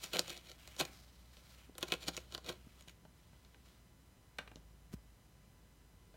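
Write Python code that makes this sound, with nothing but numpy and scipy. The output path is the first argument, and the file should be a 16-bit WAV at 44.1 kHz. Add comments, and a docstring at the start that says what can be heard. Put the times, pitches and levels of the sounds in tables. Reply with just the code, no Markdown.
"""Over a low hum and a faint electronic whine, fur and teeth rub on cardboard and a rip follows at once.
A cat bites and tears a corrugated cardboard bed, close by in a quiet room: each pull breaks a run of
paper fibres, stiff flutes snap, and the hollow board resonates under both. Soft bumps and, later,
light taps are heard. Random impulses excite the modes of paper, board, floor and a small object;
sines make the hum and whine, filtered noise the room air."""
import sys
import numpy as np
from scipy import signal
from scipy.fft import rfft, irfft, next_fast_len
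from scipy.io import wavfile
from scipy.ndimage import map_coordinates

SR = 44100
rng = np.random.default_rng(int(sys.argv[2]) if len(sys.argv) > 2 else 0)


def transcribe(signal):
    """Save signal, clipped to [-1, 1], as a 16-bit WAV file at the path in sys.argv[1]."""
    frames = np.atleast_2d(signal).T
    limited = np.clip(frames, -1, 1)
    pcm = np.round(limited * 32767).astype(np.int16)
    wavfile.write(sys.argv[1], SR, pcm)


N = 271656
T = np.arange(N) / SR
BLOW = T[:SR // 4]  # time axis of one short event, s

# Low room hum. Each row: time in seconds, fundamental in Hz, mean level in dB.
HUM_COURSE = [(0, 59.66, -63), (2.5, 61.16, -66), (4.2, 59, -69.5), (4.699, 53.95, -63.5),
              (5.398, 54.46, -66), (6.16, 51.3, -68.5)]
# Spectrum of the room air. Each row: frequency in Hz, relative gain in dB.
AIR_SPECTRUM = [(12, -40.5), (22, -34.5), (36, -15), (62, -7.5), (90, -11), (120, -12), (170, -15),
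                (220, -18), (390, -24.5), (1000, -30), (4000, -37.5), (16000, -43.5)]
# Strokes of fur and teeth on the paper. Each row: start in seconds, length in seconds,
# level in dB before its flutter, scrape pitch in Hz.
RUB_STROKES = [(.01, .11, -61.5, 4170), (0.208, 0.083, -60.5, 2700), (.44, 0.086, -68, 3300),
               (0.605, 0.13, -62.5, 3000), (0.839, 0.035, -61, 2150), (0.934, 0.071, -63.5, 4730),
               (1.075, 0.18, -72, 4140), (1.332, 0.061, -68, 4200), (1.451, 0.096, -66.5, 4100),
               (1.574, 0.055, -67, 2800), (1.779, .44, -66, 3300), (2.327, 0.017, -65.5, 4100),
               (2.541, 0.17, -73, 2660), (2.76, 0.056, -69.5, 3500), (3.168, 0.41, -78, 3420),
               (3.66, 0.068, -69.5, 3450)]
# Spectrum of the rubbed grains. Each row: frequency in Hz, relative gain in dB.
FUR_SPECTRUM = [(350, -31.5), (600, 3.5), (900, -1.5), (1400, 1), (2200, -1.5), (4100, -3.5), (7600, -6),
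                (10500, -9.5), (16000, -9.5)]
# Pulls that tear the paper. Each row: time of the height in seconds, rise in seconds per 20 dB,
# fall in seconds per 20 dB, rip level in dB, flap ring in Hz, board level in dB over the rip.
TEAR_PULLS = [(0.042, 0.031, 0.041, -44.5, 5960, -10), (.133, .015, 0.069, -40.5, 4200, -3),
              (.158, 0.032, 0.049, -40, 3000, 0), (.193, 0.016, 0.013, -39, 3580, 2.5),
              (0.297, 0.07, 0.036, -47.5, 3150, -10.5), (.335, 0.069, 0.075, -50, 2400, -7.5),
              (.495, 0.074, .06, -56, 3970, -6), (.799, .013, 0.02, -33.5, 6800, -4),
              (.811, 0.018, 0.021, -32.5, 3400, -2.5), (1.826, 0.025, 0.031, -49, 3100, 1.5),
              (1.881, .02, 0.015, -49.5, 5960, -2.5), (1.904, 0.0088, 0.01, -48.5, 3000, -3),
              (1.924, 0.011, 0.029, -41, 2900, -0.5), (2.04, 0.036, 0.014, -49, 4400, -6),
              (2.083, .025, 0.022, -40, 4570, -3), (2.138, 0.02, 0.1, -55, 4020, -5),
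              (2.335, 0.04, 0.077, -55, 4050, -1), (2.492, 0.047, 0.048, -43, 3680, -0.5),
              (2.885, 0.016, 0.034, -53.5, 2940, -8)]
# Spectrum of breaking paper fibres. Each row: frequency in Hz, gain in dB.
FIBRE_SPECTRUM = [(150, -25), (700, -17), (1700, -4), (3200, 0.5), (4400, 1), (4950, -7), (7100, -6.5),
                  (8000, -8.5), (12000, -11.5), (16000, -16)]
# Mean modes of the stiff paper flutes. Each row: frequency in Hz, width in Hz, level in dB.
FLUTE_MODES = [(2570, 130, 2), (3000, 120, -8), (3370, 80, -22), (3960, 90, -16), (4100, 560, -22),
               (4280, 90, -17), (5330, 88, -13), (6640, 310, -4), (6930, 180, -17.5), (8600, 67, -13),
               (12000, 450, -13)]
# Modes of the hollow board. Each row: frequency in Hz, width in Hz, relative level in dB.
BOARD_MODES = [(165.3, 63, 2.5), (357.3, 42, 3), (499, 66, 0), (613, 89, -1), (740, 97, -1.5),
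               (1054, 77, -1), (1424, 89, 1.5), (1647, 120, -6.5), (1935, 160, -6.5)]
# Flutes that snap. Each row: time in seconds, crack level in dB, ring in Hz,
# splinter time in seconds per 20 dB, board level in dB over the crack.
FLUTE_SNAPS = [(0.0412, -43, 6550, 0.004, -21), (0.169, -36, 4630, 0.0012, -11),
               (0.1933, -25.5, 5200, 0.00096, -19), (.28, -49.5, 5500, .0023, 0),
               (0.2966, -45.5, 4600, 0.0026, -12), (.304, -47, 5500, .002, -5.5),
               (.368, -51.5, 4950, .003, -7), (0.3758, -50.5, 4520, .002, -9),
               (.516, -51, 4540, 0.0035, -9), (0.6756, -51.5, 6640, 0.0066, -5.5),
               (.765, -53.5, 5240, 0.011, -4), (.852, -44, 5260, 0.0034, -7), (1.369, -58, 3500, .008, -9),
               (1.753, -59, 3900, 0.0043, 2.5), (1.782, -44.5, 10300, 0.0061, -3.5),
               (1.809, -56, 9500, .005, -13), (1.8282, -33, 3000, 0.0077, -4),
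               (1.9214, -28, 3000, 0.019, -5.5), (1.939, -38, 3500, 0.003, -6),
               (2.0308, -50, 4220, .005, -13), (2.0829, -33.5, 4370, 0.0064, -3.5),
               (2.167, -39.5, 5600, 0.023, -16), (2.176, -42, 2260, 0.0092, -1.5),
               (2.3236, -50, 4250, .0045, -5), (2.3488, -37.5, 4100, 0.0036, -7),
               (2.3788, -49, 3930, 0.004, 1), (2.445, -55, 4200, .012, -2),
               (2.463, -49.5, 4200, 0.0065, -6), (2.809, -58, 6300, .004, -9),
               (2.823, -62, 6400, .004, -13)]
# Soft bumps through the floor. Each row: time in seconds, thud level in dB.
FLOOR_BUMPS = [(1.696, -53), (2.67, -53), (2.876, -52), (4.9384, -40.5)]
# Spectrum of a dull thud. Each row: frequency in Hz, relative gain in dB.
THUD_SPECTRUM = [(25, -18), (62, -43), (90, -1.5), (165, 2), (260, -1), (400, -9), (1000, -25), (4000, -72)]
# Light taps and knocks. Each row: time in seconds, level in dB, ring in Hz,
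# rattle time in seconds per 20 dB, low thud level in dB.
LIGHT_TAPS = [(3.051, -57, 710, 0.0085, -54.5), (3.331, -66, 1090, 0.0046, -62),
              (3.449, -63, 4500, 0.0024, -77), (3.545, -60, 2180, 0.0018, -68),
              (4.3855, -37, 2450, 0.0094, -63), (4.3894, -46, 1480, 0.032, -51.5),
              (4.476, -51, 2380, 0.01, -78), (4.515, -56.5, 1440, .0047, -54),
              (4.558, -54, 5750, 0.0018, -51.5), (4.569, -62, 600, 0.0068, -57),
              (6.141, -57.5, 650, 0.025, -65)]
# Modes of the tapped object. Each row: frequency in Hz, width in Hz, level in dB.
KNOCK_MODES = [(424, 73, 5), (620, 100, 6), (910, 140, 3.5), (1280, 530, -2.5), (1580, 140, 3.5),
               (1890, 170, -3.5), (2410, 140, -2), (2820, 140, 0), (3500, 1800, -7), (4500, 350, -6.5),
               (5640, 390, -16)]
# Decay of the room. Each row: frequency in Hz, reverberation time (60 dB) in seconds.
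ROOM_DECAY = [(150, 0.41), (1000, 0.32), (4000, 0.19), (14000, 0.15)]

# Whine: pitch, rms level of each harmonic before the fade, and where the fade begins
WHINE_HZ, WHINE_DB, WHINE_KNEE_HZ = 1004, -87, 5500
STROKE_RISE_S, STROKE_FALL_S = 0.063, 0.13  # each spans 20 dB
CATCH_PER_S, CATCH_DB = 170, -6  # tougher fibres that break singly during a pull
BOARD_HZ, BOARD_LAG_S = 534, 0.001455  # where the board answers most, and its delay after the fibres
FIRM_DB = -34  # the level of a firm pull or bump
# Sag, the board's lowest mode: level in a firm pull, extra dB per dB of force, delay
SAG_DB, SAG_GROWS, SAG_LAG_S = -10, 0.49, 0.00715
KICK_HZ = 600  # where the board answers a snap most
BOOM_DB, BOOM_HZ, BOOM_T60_S = 0.5, 63, 0.11  # the floor's boom; level over the thud of a firm bump
# Paper scuffed by a bump: level over the thud of a firm bump, rise and fall over 20 dB
SCUFF_DB, SCUFF_RISE_S, SCUFF_FALL_S = -5, 0.022, 0.016
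SETTLE_DB, BUMP_GROWS = -5.5, 0.84  # dull part over the thud; extra boom and scuff, dB per dB of force
TOP_HZ = 16000  # band limit


def amp(db):
    """Level: convert decibels to an amplitude gain."""
    return 10 ** (np.asarray(db) / 20)


def unit(x):
    """Mean power: scale a signal to rms 1."""
    return x / np.sqrt(np.mean(x ** 2) + 1e-20)


def punch(x):
    """Impulse energy: scale a blow to the energy of 4 ms at rms 1."""
    return x * np.sqrt(.004 * SR / np.sum(x ** 2))


def along(points, hz):
    """Interpolation of (Hz, value) points on a logarithmic frequency axis."""
    f, value = np.transpose(points)
    return np.interp(np.log(hz + 1), np.log(f + 1), value)


def filtered(x, response):
    """Linear filtering: multiply the spectrum of x by a complex response of frequency."""
    m = 2 * next_fast_len(len(x) // 2 + 4096)
    hz = np.fft.rfftfreq(m, 1 / SR)
    return irfft(rfft(x, m) * response(hz), m)[:len(x)]


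def coloured(x, points):
    """Minimum-phase filtering: a causal response whose gain follows (Hz, dB) points."""
    def response(hz):
        cepstrum = irfft(np.log(amp(along(points, hz))))
        half = len(cepstrum) // 2
        cepstrum[1:half] *= 2  # fold the cepstrum onto positive time
        cepstrum[half + 1:] = 0
        return np.exp(rfft(cepstrum))
    return filtered(x, response)


def resonance(f, hz, width):
    """Damped oscillator: the response of one mode, 1 at its centre."""
    return 1j * f * width / (hz * hz - f * f + 1j * f * width)


def body(x, modes):
    """Modal superposition: an object answers in its (Hz, width, dB) modes, alternating in sign."""
    def response(f):
        return sum((-1) ** k * amp(db) * resonance(f, hz, width)
                   for k, (hz, width, db) in enumerate(modes))
    return filtered(x, response)


def ringing(x, hz, width, direct):
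    """Resonant emphasis: add a band of relative width around hz to the direct sound."""
    return filtered(x, lambda f: direct + resonance(f, hz, width * hz))


def delayed(x, s):
    """Pure delay: x, s seconds later."""
    return np.pad(x, (round(abs(s) * SR), 0))[:len(x)]


def swelling(t, rise, fall, hold):
    """Exponential envelope: climb 20 dB in rise seconds to t = 0, hold, drop 20 dB in fall seconds."""
    steps = np.maximum(-t / rise, (t - hold) / fall)
    return amp(-20 * np.maximum(0, steps))


def wobble(rate):
    """Random modulation: a smooth curve through normal random knots, rate a second."""
    knots = rng.standard_normal(int(N * rate / SR) + 4)
    return map_coordinates(knots, [T * rate])


def fractures(rate, spread_db, size):
    """Stochastic fracture: random tiny impulses, on average rate a second, of uneven strength."""
    strength = amp(spread_db * np.clip(rng.standard_normal(size), -2, 2))
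    breaks = rng.random(size) < rate / SR
    return unit(breaks * rng.choice([-1, 1], size) * strength)


def burst(life, share):
    """Impulsive excitation: one sharp break, then splinters that fall 20 dB in life seconds."""
    splinters = fractures(9000, 7.1, size=len(BLOW)) * amp(-20 * BLOW / life)
    sharp_break = 1. * (BLOW == 0)
    return share * punch(splinters) + punch(sharp_break)


def add(track, s, x):
    """Superposition: mix x into track at s seconds."""
    part = track[round(s * SR):][:len(x)]
    part += x[:len(part)]


def background():
    """Steady sources: noise-shaped air, a frequency-modulated harmonic hum, and a whine of harmonics."""
    s, hz, db = np.transpose(HUM_COURSE)
    phase = 2 * np.pi * np.cumsum(np.interp(T, s, hz)) / SR + 0.38 * wobble(4.6)
    tone = np.sin(phase) + amp(-11.0) * np.sin(2 * phase) + amp(-13) * np.sin(3 * phase)
    hum = amp(np.interp(T, s, db) + 1.7 * wobble(1.7)) * tone
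    harmonics = WHINE_HZ * np.arange(1, 14)
    whine = amp(WHINE_DB) * sum(np.sin(2 * np.pi * f * T) / np.hypot(1, f / WHINE_KNEE_HZ)
                                for f in harmonics)
    air = amp(-65.5) * unit(coloured(rng.standard_normal(N), AIR_SPECTRUM))
    return np.sqrt(2) * (hum + whine) + air  # the root of 2 turns rms levels into sine peaks


def rubbing():
    """Friction: fine dry grains under the muzzle and paws; each stroke scrapes at its own pitch."""
    out, t = np.zeros(N), T[:SR]
    for s, length, db, hz in RUB_STROKES:
        lead = min(s, .1)  # room for the rise, s
        grains = coloured(fractures(4000, 3.7, size=len(t)), FUR_SPECTRUM)
        scrape = unit(ringing(grains, hz, width=0.46, direct=0.77))
        stroke = scrape * swelling(t - lead, STROKE_RISE_S, STROKE_FALL_S, length)
        add(out, s - lead, amp(db) * stroke)
    flutter = amp(1.5 * wobble(70))
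    return out * flutter


def paper(x):
    """Modal ringing after fracture: a broad crack, then the flutes' short ring, its modes varied."""
    chance = rng.standard_normal((len(FLUTE_MODES), 2))
    modes = [(hz * (1 + .025 * a), width, db + 2.7 * b)
             for (hz, width, db), (a, b) in zip(FLUTE_MODES, chance)]
    ring = np.pad(body(x, modes), (SR // 2000, 0))[:len(x)]  # half a millisecond late
    return coloured(x, FIBRE_SPECTRUM) + amp(2.0) * ring


def tears():
    """Forced vibration: breaking fibres ring the flap, the board flexes later, firm pulls make it sag."""
    out = np.zeros(N)
    for s, rise, fall, rip_db, flap_hz, board_db in TEAR_PULLS:
        lead = min(s, .1)  # room for the rise, s
        swell = swelling(BLOW - lead, rise, fall, hold=0)
        clumps = amp(3.9 * wobble(220.5)[:len(BLOW)])  # the tear catches and slips
        run = fractures(2600, 3.1, size=len(BLOW)) * clumps
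        catches = amp(CATCH_DB) * fractures(CATCH_PER_S, 2.8, size=len(BLOW))
        fibres = (run + catches) * swell
        crisp = ringing(paper(fibres), flap_hz, width=0.67, direct=1.0)
        flexing = ringing(body(fibres, BOARD_MODES), BOARD_HZ, width=0.78, direct=0.6)
        hollow = delayed(flexing, BOARD_LAG_S)
        lowest = BOARD_MODES[:1]
        sag = delayed(body(body(fibres, lowest), lowest), SAG_LAG_S)
        sag_db = SAG_DB + SAG_GROWS * (rip_db - FIRM_DB)
        pull = unit(crisp) + amp(board_db) * unit(hollow) + amp(sag_db) * unit(sag)
        # the rms of the swell keeps rip_db the level at the height
        add(out, s - lead, amp(rip_db) * np.sqrt(np.mean(swell ** 2)) * pull)
    return out


def snaps():
    """Impulse response: a breaking flute rings briefly by itself and kicks the board's modes."""
    out = np.zeros(N)
    for s, db, hz, life, board_db in FLUTE_SNAPS:
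        kick = burst(life, share=0.89)
        crack = ringing(paper(kick), hz, width=0.56, direct=0.4)
        board_kick = kick + burst(0.026, share=1.0)
        hollow = ringing(body(board_kick, BOARD_MODES), KICK_HZ, width=1.0, direct=0.63)
        add(out, s, amp(db) * (punch(crack) + amp(board_db) * punch(hollow)))
    return out


def bumps():
    """Damped oscillation: a soft weight brushes the paper, lands dully, and the floor booms briefly."""
    out = np.zeros(N)
    boom_envelope = amp(-60 * BLOW / BOOM_T60_S) * (1 - np.exp(-BLOW / .02))
    boom = np.sin(2 * np.pi * BOOM_HZ * BLOW) * boom_envelope
    lead = .05  # room for the brush before the landing, s
    for s, db in FLOOR_BUMPS:
        firm_db = BUMP_GROWS * (db - FIRM_DB)
        thud = punch(coloured(burst(0.004, share=0.52), THUD_SPECTRUM))
        add(out, s, amp(db) * (thud + amp(BOOM_DB + firm_db) * punch(boom)))
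        swell = swelling(BLOW - lead, SCUFF_RISE_S, SCUFF_FALL_S, hold=0)
        brush = fractures(3000, 12, size=len(BLOW)) * swell
        scuff = amp(SCUFF_DB + firm_db) * punch(coloured(brush, FUR_SPECTRUM))
        settle = amp(SETTLE_DB) * punch(coloured(brush, THUD_SPECTRUM))
        add(out, s - lead, amp(db) * (scuff + settle))
    return out


def taps():
    """Hard contact: a short rattle rings a small object's modes, with a dry tick and a little thud."""
    out = np.zeros(N)
    for s, db, hz, life, thud_db in LIGHT_TAPS:
        rattle = burst(life, share=1.3)
        tick = filtered(rattle, lambda f: resonance(f, 2600, 5100))
        knock = ringing(body(rattle, KNOCK_MODES) + amp(-30.0) * tick, hz, width=0.68, direct=0.5)
        thud = coloured(burst(0.0059, share=0.61), THUD_SPECTRUM)
        add(out, s, amp(db) * punch(knock) + amp(thud_db) * punch(thud))
    return out


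def room(x, early_db, late_db):
    """Reverberation: floor and nearby box reflect at once; the walls leave a short diffuse tail."""
    hz, t, z = signal.stft(rng.standard_normal(SR // 2), SR, nperseg=256)
    decay = amp(-60 * t / along(ROOM_DECAY, hz)[:, None])
    tail = signal.istft(z * decay, SR, nperseg=256)[1]
    tail[:SR // 200] = 0  # the tail starts after 5 ms
    early = fractures(1500, 2.0, size=len(BLOW)) * amp(-60 * BLOW / 0.048) * (BLOW > .001)
    return sum(amp(db) * signal.fftconvolve(x, echo / np.linalg.norm(echo))[:N]
               for db, echo in [(early_db, early), (late_db, tail)])


def scene():
    """Superposition of the cat's work, taps, reflections, bumps and background in one channel."""
    cat, knocks = rubbing() + tears() + snaps(), taps()
    cat_room = room(cat, early_db=-13.5, late_db=-18.0)
    knock_room = room(knocks, early_db=-20.0, late_db=-11.5)
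    return (cat + knocks + cat_room + knock_room + bumps() + background())[None]


def record(dry):
    """Band limiting: a very steep low-pass at TOP_HZ."""
    def low_pass(hz):
        return 1 / np.sqrt(1 + (hz / TOP_HZ) ** 160)
    return np.array([filtered(x, low_pass) for x in dry])


dry = scene()
out = record(dry)
transcribe(out)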